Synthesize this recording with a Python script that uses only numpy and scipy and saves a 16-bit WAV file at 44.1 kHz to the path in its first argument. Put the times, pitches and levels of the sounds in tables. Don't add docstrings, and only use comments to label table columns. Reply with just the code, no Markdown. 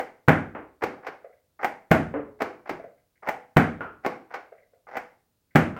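import sys
import numpy as np
from scipy import signal
from scipy.fft import rfft, irfft, next_fast_len
from scipy.io import wavfile
from scipy.ndimage import uniform_filter1d, map_coordinates

SR = 44100
rng = np.random.default_rng(int(sys.argv[2]) if len(sys.argv) > 2 else 0)


def persist_wave(psi):
    counts = np.round(np.clip(psi, -1, 1) * 32767).astype(np.int16)
    wavfile.write(sys.argv[1], SR, np.atleast_2d(counts).T)


N = 255339
T = np.arange(SR * 3 // 4) / SR
TOP_HZ = 16300

# t/s, level/dB, ring f/Hz, ring/dB, thud/dB, snap/dB
SHOTS = [(0.283, -1.5, 783, 1, 2, -8), (1.913, -1.5, 654, 9, 9, -1.5), (3.568, -1.5, 746, 3, 6, -4.5),
         (5.556, -2, 630, 2.5, 6.5, -2.5)]
# t after slam/s, level/dB
SHOT_CONTACTS = [(-.0055, -16), (0, 5), (.0075, -3.5), (.013, -13.5)]
# t/s, level/dB, ring f/Hz, ring/dB, thud/dB, snap/dB, hollow/dB
LANDINGS = [(0.549, -24, 310, 2, 6, 2, -61), (2.139, -17.5, 550, 12, 15.5, -1.5, -22.5),
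            (3.806, -21, 1403, 13, 10.5, 11, -61.5), (5.764, -28.5, 1300, 9, -7, 20, -60)]
# t/s, level/dB, ring f/Hz, ring/dB, bass weight/dB
UNLOCKS = [(0.836, -10, 605, 2, 0.5), (2.419, -10.5, 634, 2.5, -1.5), (4.062, -10, 735, 4.5, 0.5)]
# t/s, level/dB, ring f/Hz, ring/dB, bass weight/dB
CATCHES = [(1.066, -22, 1570, 4, -4.5), (2.692, -18, 593, 2, 11.5), (4.339, -22, 1460, 3.5, -13)]
# t/s, level/dB, ring f/Hz, ring/dB, bass weight/dB, push length/s, first shove/dB
CLOSES = [(-0.006, -14.5, 497, 8, 3.5, 0.039, -33.5), (1.645, -10.5, 844, 4, 1.5, 0.056, -30.5),
          (3.287, -11.5, 807, 5, 2.5, .066, -32.5), (4.968, -18.5, 790, 0.5, -1.5, .1, -37)]
# t after stop/s, level/dB, rise/s, thud/dB, snap/dB
UNLOCK_CONTACTS = [(-.016, -5, 0.0034, -5, -8.5), (0, -1.5, .0004, 3.5, 0.5)]
# t after stop/s, level/dB, rise/s, thud/dB, snap/dB
CATCH_CONTACTS = [(-.035, -15.5, 0.0018, -35, -18), (-.019, -15.5, 0.0014, -30, -3), (0, 1, .0018, -17, 0),
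                  (.013, -4.5, 0.0026, 5.5, 1)]
# t after stop/s, level/dB, rise/s, thud/dB, snap/dB
CLOSE_CONTACTS = [(-.016, -5.5, .0014, -0.5, -8), (0, 0.5, .0004, 6, 2), (.005, -8.5, .0007, 10, -5.5),
                  (.024, -13, .002, -1.5, -13.5)]
# rise/s, ring f/Hz, ring/dB, thud/dB, snap/dB
SHOVE = (.009, 1251.5, 11.5, 1, -23.5)
# start before stop/s, end after stop/s, final level/dB
UNLOCK_RUB = (.03, -0.0092, -40)
CATCH_RUB = (.045, 0.011, -42.5)
# t/s, level/dB
KNOCKS = [(1.243, -32), (2.794, -30.5), (2.839, -31), (4.519, -34), (4.732, -48)]
# t/s, level/dB
PINGS = [(1.323, -59), (2.975, -64.5), (3.153, -60.5), (4.579, -53), (5.506, -59)]
# f/Hz, density/dB per Hz
SLAM_SPECTRUM = [(30, -27), (60, -23), (100, -10), (160, -4), (290, 0.5), (450, -3), (720, -4.5),
                 (1000, -8.5), (1550, -4), (2400, -12), (3100, -20.5), (3900, -29.5), (7000, -33),
                 (11000, -40), (14500, -31.5), (17000, -39.5)]
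LAND_SPECTRUM = [(40, -41), (100, -8), (170, -12.5), (300, 8.5), (600, 9.5), (1400, 4.5), (2000, -1.5),
                 (2900, -15), (3800, -36), (7000, -52), (16000, -52.5)]
BACK_SPECTRUM = [(40, -28), (100, -15.5), (200, -9.5), (350, 3), (600, -5), (1100, -6.5), (2250, -12),
                 (3500, -28), (5000, -28.5), (8000, -39.5), (11500, -44.5), (14300, -35.5), (17000, -47.5)]
SHUT_SPECTRUM = [(40, -31), (120, -22.5), (280, -8.5), (500, -2.5), (820, 0), (1100, -7), (2000, -3.5),
                 (3200, -22), (3800, -30), (5000, -28.5), (8000, -35.5), (11500, -41), (14300, -28.5),
                 (17000, -38.5)]
# f/Hz, density/dB per Hz
TUBE_SPECTRUM = [(100, -35), (280, -36.5), (400, -2), (500, 7), (700, 6), (880, -23.5), (1400, -13.5),
                 (2500, -30.5), (4000, -55.5), (16000, -55)]
WIRE_SPECTRUM = [(300, -47), (1300, -27), (1600, -5), (1780, -14), (2000, 0), (2180, -4), (2450, -17),
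                 (4000, -47), (16000, -58)]
HUSH_SPECTRUM = [(15, -41), (25, 0), (89, 9), (2050, -14.5), (4030, -13), (5880, -15), (7510, -15.5),
                 (13600, -15), (14800, -13.5), (16000, -9)]
# f/Hz, width/Hz, level/dB
SHELL = [(338, 40, -2.5), (497.3, 12, 10), (648, 39, 5), (803, 110, 6.5), (1450, 210, 0.5), (2114, 190, 3)]
# f/Hz, width/Hz, level/dB
PANELS = [(750, 35, 2.5), (1107, 20, 3.5), (1193, 25, 2.5), (1452, 30, 3.5), (1530, 19, 2.5), (1590, 28, 2),
          (2165, 50, 2.5), (2314, 45, 3.5)]
# f/Hz, level/dB, t60/s
HOLLOW = [(277.3, 2.5, 0.3), (423, -13.5, 0.75), (450, 1.5, 0.24)]
# f/Hz, level/dB, t60/s
BOOM = [(59, -24.5, 0.97), (79.5, -17, 0.69), (97.2, -8, 0.56), (119.1, -12, 0.44), (154.9, 4.5, 0.17),
        (160.5, 1, 0.42), (228.5, -8, 0.54), (236.4, 2, 0.26), (268.4, -2, 0.34), (304.5, -5, 0.4)]
# f/Hz, t60/s
ROOM = [(60, 0.65), (130, 0.5), (250, 0.44), (560, 0.39), (1470, 0.37), (2400, 0.36), (3880, 0.36),
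        (10200, 0.34), (16000, 0.1)]
# f/Hz, width/Hz, level/dB (0 = no effect)
MICROPHONE = [(2910, 220, 0), (3180, 420, -0.5)]

PUSH_DB = -37
BOUNCE_S, BOUNCE_DB, WIRE_DB = 0.0093, -19, -23


def shots():
    out = np.zeros(N)
    lead_s = 0.01
    for t_s, db, *tone in SHOTS:
        blows = np.zeros(len(T))
        for delay_s, step_db in SHOT_CONTACTS:
            blow = contact(rise_s=0.00087, ring_t60_s=0.015, chatter=0.53, chatter_t60_s=0.081)
            add(blows, lead_s + delay_s, amp(step_db) * blow)
        heard = evened(room(blows, wet_db=-2, treble_db=-0.5, build_s=0.0019))
        slam = voiced(heard, lambda hz: along(SLAM_SPECTRUM, hz) + 0.68 * housing(hz), *tone)
        add(out, t_s - lead_s, amp(db + 21.5) * slam)
        add(out, t_s - 0.003, amp(-4) * air_pop(pop_hz=142.6, pop_t60_s=0.064, boom_db=-14.0))
    return out


def air_pop(pop_hz, pop_t60_s, boom_db):
    push = np.sin(2 * np.pi * pop_hz * T) * fade(T, pop_t60_s) * (1 - np.exp(-T / 0.0036))
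    waves = np.zeros(len(T))
    for hz, db, t60_s in BOOM:
        wave = np.sin(2 * np.pi * (hz * T + rng.random()))
        waves += amp(db + rng.normal(0, 1)) * fade(T, t60_s) * wave
    return push + amp(boom_db) * waves * (1 - np.exp(-T / 0.0078))


def clacks(events, spectrum, level_db, ring_t60_s, chatter, wet_db, treble_db):
    out = np.zeros(N)
    for t_s, db, rise_s, *tone in events:
        softness = [(5500, 0), (9000, 0.92 * min(db + 17.0, 0))]  # f/Hz, level/dB
        blow = contact(rise_s, ring_t60_s, chatter, chatter_t60_s=0.032)
        heard = evened(room(blow, wet_db, treble_db))
        clack = voiced(heard, lambda hz: along(spectrum, hz) + housing(hz) + along(softness, hz), *tone)
        add(out, t_s, amp(db + level_db) * clack)
    return out


def contacts(stops, action):
    events = []
    for t_s, db, ring_hz, ring_db, weight_db, *_ in stops:
        for delay_s, step_db, rise_s, thud_db, snap_db in action:
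            tone = (ring_hz, ring_db, weight_db + thud_db, snap_db)
            events.append((t_s + delay_s, db + step_db, rise_s, *tone))
    return events


def rails():
    out = np.zeros(N)
    # f/Hz, level/dB
    sliding = [(800, 3), (1300, 6.0), (2600, -4), (5500, 3), (9000, -15.0)]
    for start_s, end_s, db in strokes():
        length_s = end_s - start_s
        speed = np.clip(T / max(length_s, 0.005), 0, 1) * (T < length_s)
        sizes = rng.exponential(size=len(T)) * rng.choice([-1, 1], len(T))
        slips = unit((rng.random(len(T)) < 900 / SR) * sizes)
        rub = coloured(slips * speed, lambda hz: along(SHUT_SPECTRUM, hz) + housing(hz) + along(sliding, hz))
        add(out, start_s, amp(db) * room(rub, wet_db=-4.5))
    return out


def strokes():
    pulls = []
    for stops, (before_s, after_s, db) in [(UNLOCKS, UNLOCK_RUB), (CATCHES, CATCH_RUB)]:
        pulls += [(t_s - before_s, t_s + after_s, db) for t_s, *_ in stops]
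    return pulls + [(t_s - push_s, t_s, PUSH_DB) for t_s, *_, push_s, shove_db in CLOSES]


def landings():
    out = np.zeros(N)
    for t_s, db, *tone, hollow_db in LANDINGS:
        blow = contact(rise_s=0.0016, ring_t60_s=0.0026, chatter=0.65, chatter_t60_s=0.11)
        tap = evened(room(blow, wet_db=4.0, build_s=0.0035))
        add(out, t_s, amp(db + 22) * voiced(tap, lambda hz: along(LAND_SPECTRUM, hz), *tone))
        add(out, t_s, amp(hollow_db) * ringing(HOLLOW) * (1 - np.exp(-T / 0.012)))
    return out


def ringing(modes):
    waves = np.zeros(len(T))
    for hz, db, t60_s in modes:
        wave = np.sin(2 * np.pi * (hz * rng.normal(1, 0.022) * T + rng.random()))
        waves += amp(db + rng.standard_normal()) * fade(T, t60_s) * wave
    return waves * (1 - np.exp(-T / 0.0017)) ** 2


def spring():
    out = np.zeros(N)
    bounces = [(t_s + BOUNCE_S, db + BOUNCE_DB) for t_s, db in KNOCKS]
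    for t_s, db in KNOCKS + bounces:
        blow = contact(rise_s=0.0013, ring_t60_s=0.026, chatter=0.4, chatter_t60_s=0.017)
        knock = evened(room(blow, wet_db=-2))
        add(out, t_s, amp(db + 20) * coloured(knock, lambda hz: along(TUBE_SPECTRUM, hz)))
    shakes = [(t_s, db + WIRE_DB) for t_s, db in KNOCKS]
    for t_s, db in PINGS + shakes:
        blow = contact(rise_s=0.0021, ring_t60_s=0.058, chatter=0.99, chatter_t60_s=0.27)
        buzz = evened(room(blow, wet_db=-7.5))
        add(out, t_s, amp(db + 21.5) * coloured(buzz, lambda hz: along(WIRE_SPECTRUM, hz)))
    return out


def hush():
    return amp(-73) * unit(coloured(rng.standard_normal(N), lambda hz: along(HUSH_SPECTRUM, hz)))


def contact(rise_s, ring_t60_s, chatter, chatter_t60_s):
    onset = (1 - np.exp(-T / rise_s)) ** 2
    burst = rng.standard_normal(len(T)) * onset * fade(T, ring_t60_s + 5 * rise_s)
    uneven = amp(9.1 * map_coordinates(rng.standard_normal(len(T)), [T * 350], order=1))
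    rattle = rng.standard_normal(len(T)) * onset * uneven * fade(T, chatter_t60_s)
    return evened(burst / np.linalg.norm(burst) + chatter * rattle / np.linalg.norm(rattle))


def voiced(x, colour, ring_hz, ring_db, thud_db, snap_db):
    tilt = [(200, thud_db), (550, 0), (1800, 0.00058), (5000, snap_db)]  # f/Hz, level/dB
    return coloured(x, lambda hz: colour(hz) + along(tilt, hz) + ring_db * bump(hz, ring_hz, 0.23 * ring_hz))


def housing(hz):
    return sum(db * bump(hz, centre_hz, width_hz) for centre_hz, width_hz, db in SHELL + PANELS)


def room(x, wet_db, treble_db=0, build_s=0.00096):
    hz, t, z = signal.stft(x, SR, nperseg=256)
    linger = (fade(t, along(ROOM, hz)[:, None]) * (1 - np.exp(-t / build_s))) ** 2
    energy = signal.fftconvolve(np.abs(z) ** 2, linger * t[1] * 40, axes=1)[:, :len(t)]
    scatter = signal.stft(rng.standard_normal(len(x)), SR, nperseg=256)[2]
    gain = amp(wet_db + along([(2500, 0.0022), (6000, treble_db)], hz))[:, None]
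    tail = signal.istft(gain * np.sqrt(np.abs(energy)) * scatter / np.std(scatter), SR, nperseg=256)[1]
    return x + tail[:len(x)]


def evened(x, width_hz=420):
    power = uniform_filter1d(np.abs(rfft(x)) ** 2, round(width_hz * len(x) / SR))
    grid_hz = np.fft.rfftfreq(len(x), 1 / SR)
    flat = coloured(x, lambda hz: -10 * np.log10(np.interp(hz, grid_hz, np.abs(power) + 1e-12)))
    return flat / np.linalg.norm(flat)


def coloured(x, gain_db):
    m = 2 * next_fast_len(len(x))
    gain = unit(amp(gain_db(np.fft.rfftfreq(m, 1 / SR))))
    cepstrum = irfft(np.log(gain))
    cepstrum[1:m // 2] *= 2
    cepstrum[m // 2 + 1:] = 0
    return irfft(rfft(x, m) * np.exp(rfft(cepstrum)))[:len(x)]


def bump(hz, centre_hz, width_hz):
    return 1 / (1 + (2 * (hz - centre_hz) / width_hz) ** 2)


def along(points, hz):
    f, v = np.transpose(points)
    return np.interp(np.log(hz + 1), np.log(f + 1), v)


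def fade(t, t60_s):
    return np.exp(-np.log(1000) * t / t60_s)


def amp(db):
    return 10 ** (np.asarray(db) / 20)


def unit(x):
    return x / np.sqrt(np.mean(x ** 2))


def add(track, t_s, x):
    i = round(t_s * SR)
    part = x[max(-i, 0):len(track) - i]
    track[max(i, 0):][:len(part)] += part


def scene():
    back = contacts(UNLOCKS, UNLOCK_CONTACTS) + contacts(CATCHES, CATCH_CONTACTS)
    shoves = [(t_s - push_s, shove_db, *SHOVE) for t_s, *_, push_s, shove_db in CLOSES]
    forward = shoves + contacts(CLOSES, CLOSE_CONTACTS)
    pull = clacks(back, BACK_SPECTRUM, level_db=18.5, ring_t60_s=0.036, chatter=0.26,
                  wet_db=-3.5, treble_db=-1.5)
    close = clacks(forward, SHUT_SPECTRUM, level_db=18.5, ring_t60_s=0.051, chatter=1.0,
                   wet_db=-7.0, treble_db=2.5)
    return (shots() + pull + close + rails() + landings() + spring() + hush())[None]


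def record(dry, ceiling=0.78):
    held = dry / (1 + (dry / ceiling) ** 4) ** (1 / 4)
    m = next_fast_len(N + SR)
    hz = np.fft.rfftfreq(m, 1 / SR)
    colour = amp(sum(db * bump(hz, centre_hz, width_hz) for centre_hz, width_hz, db in MICROPHONE))
    return irfft(rfft(held, m) * colour * (hz < TOP_HZ), m)[:, :N]


dry = scene()
out = record(dry)
persist_wave(out)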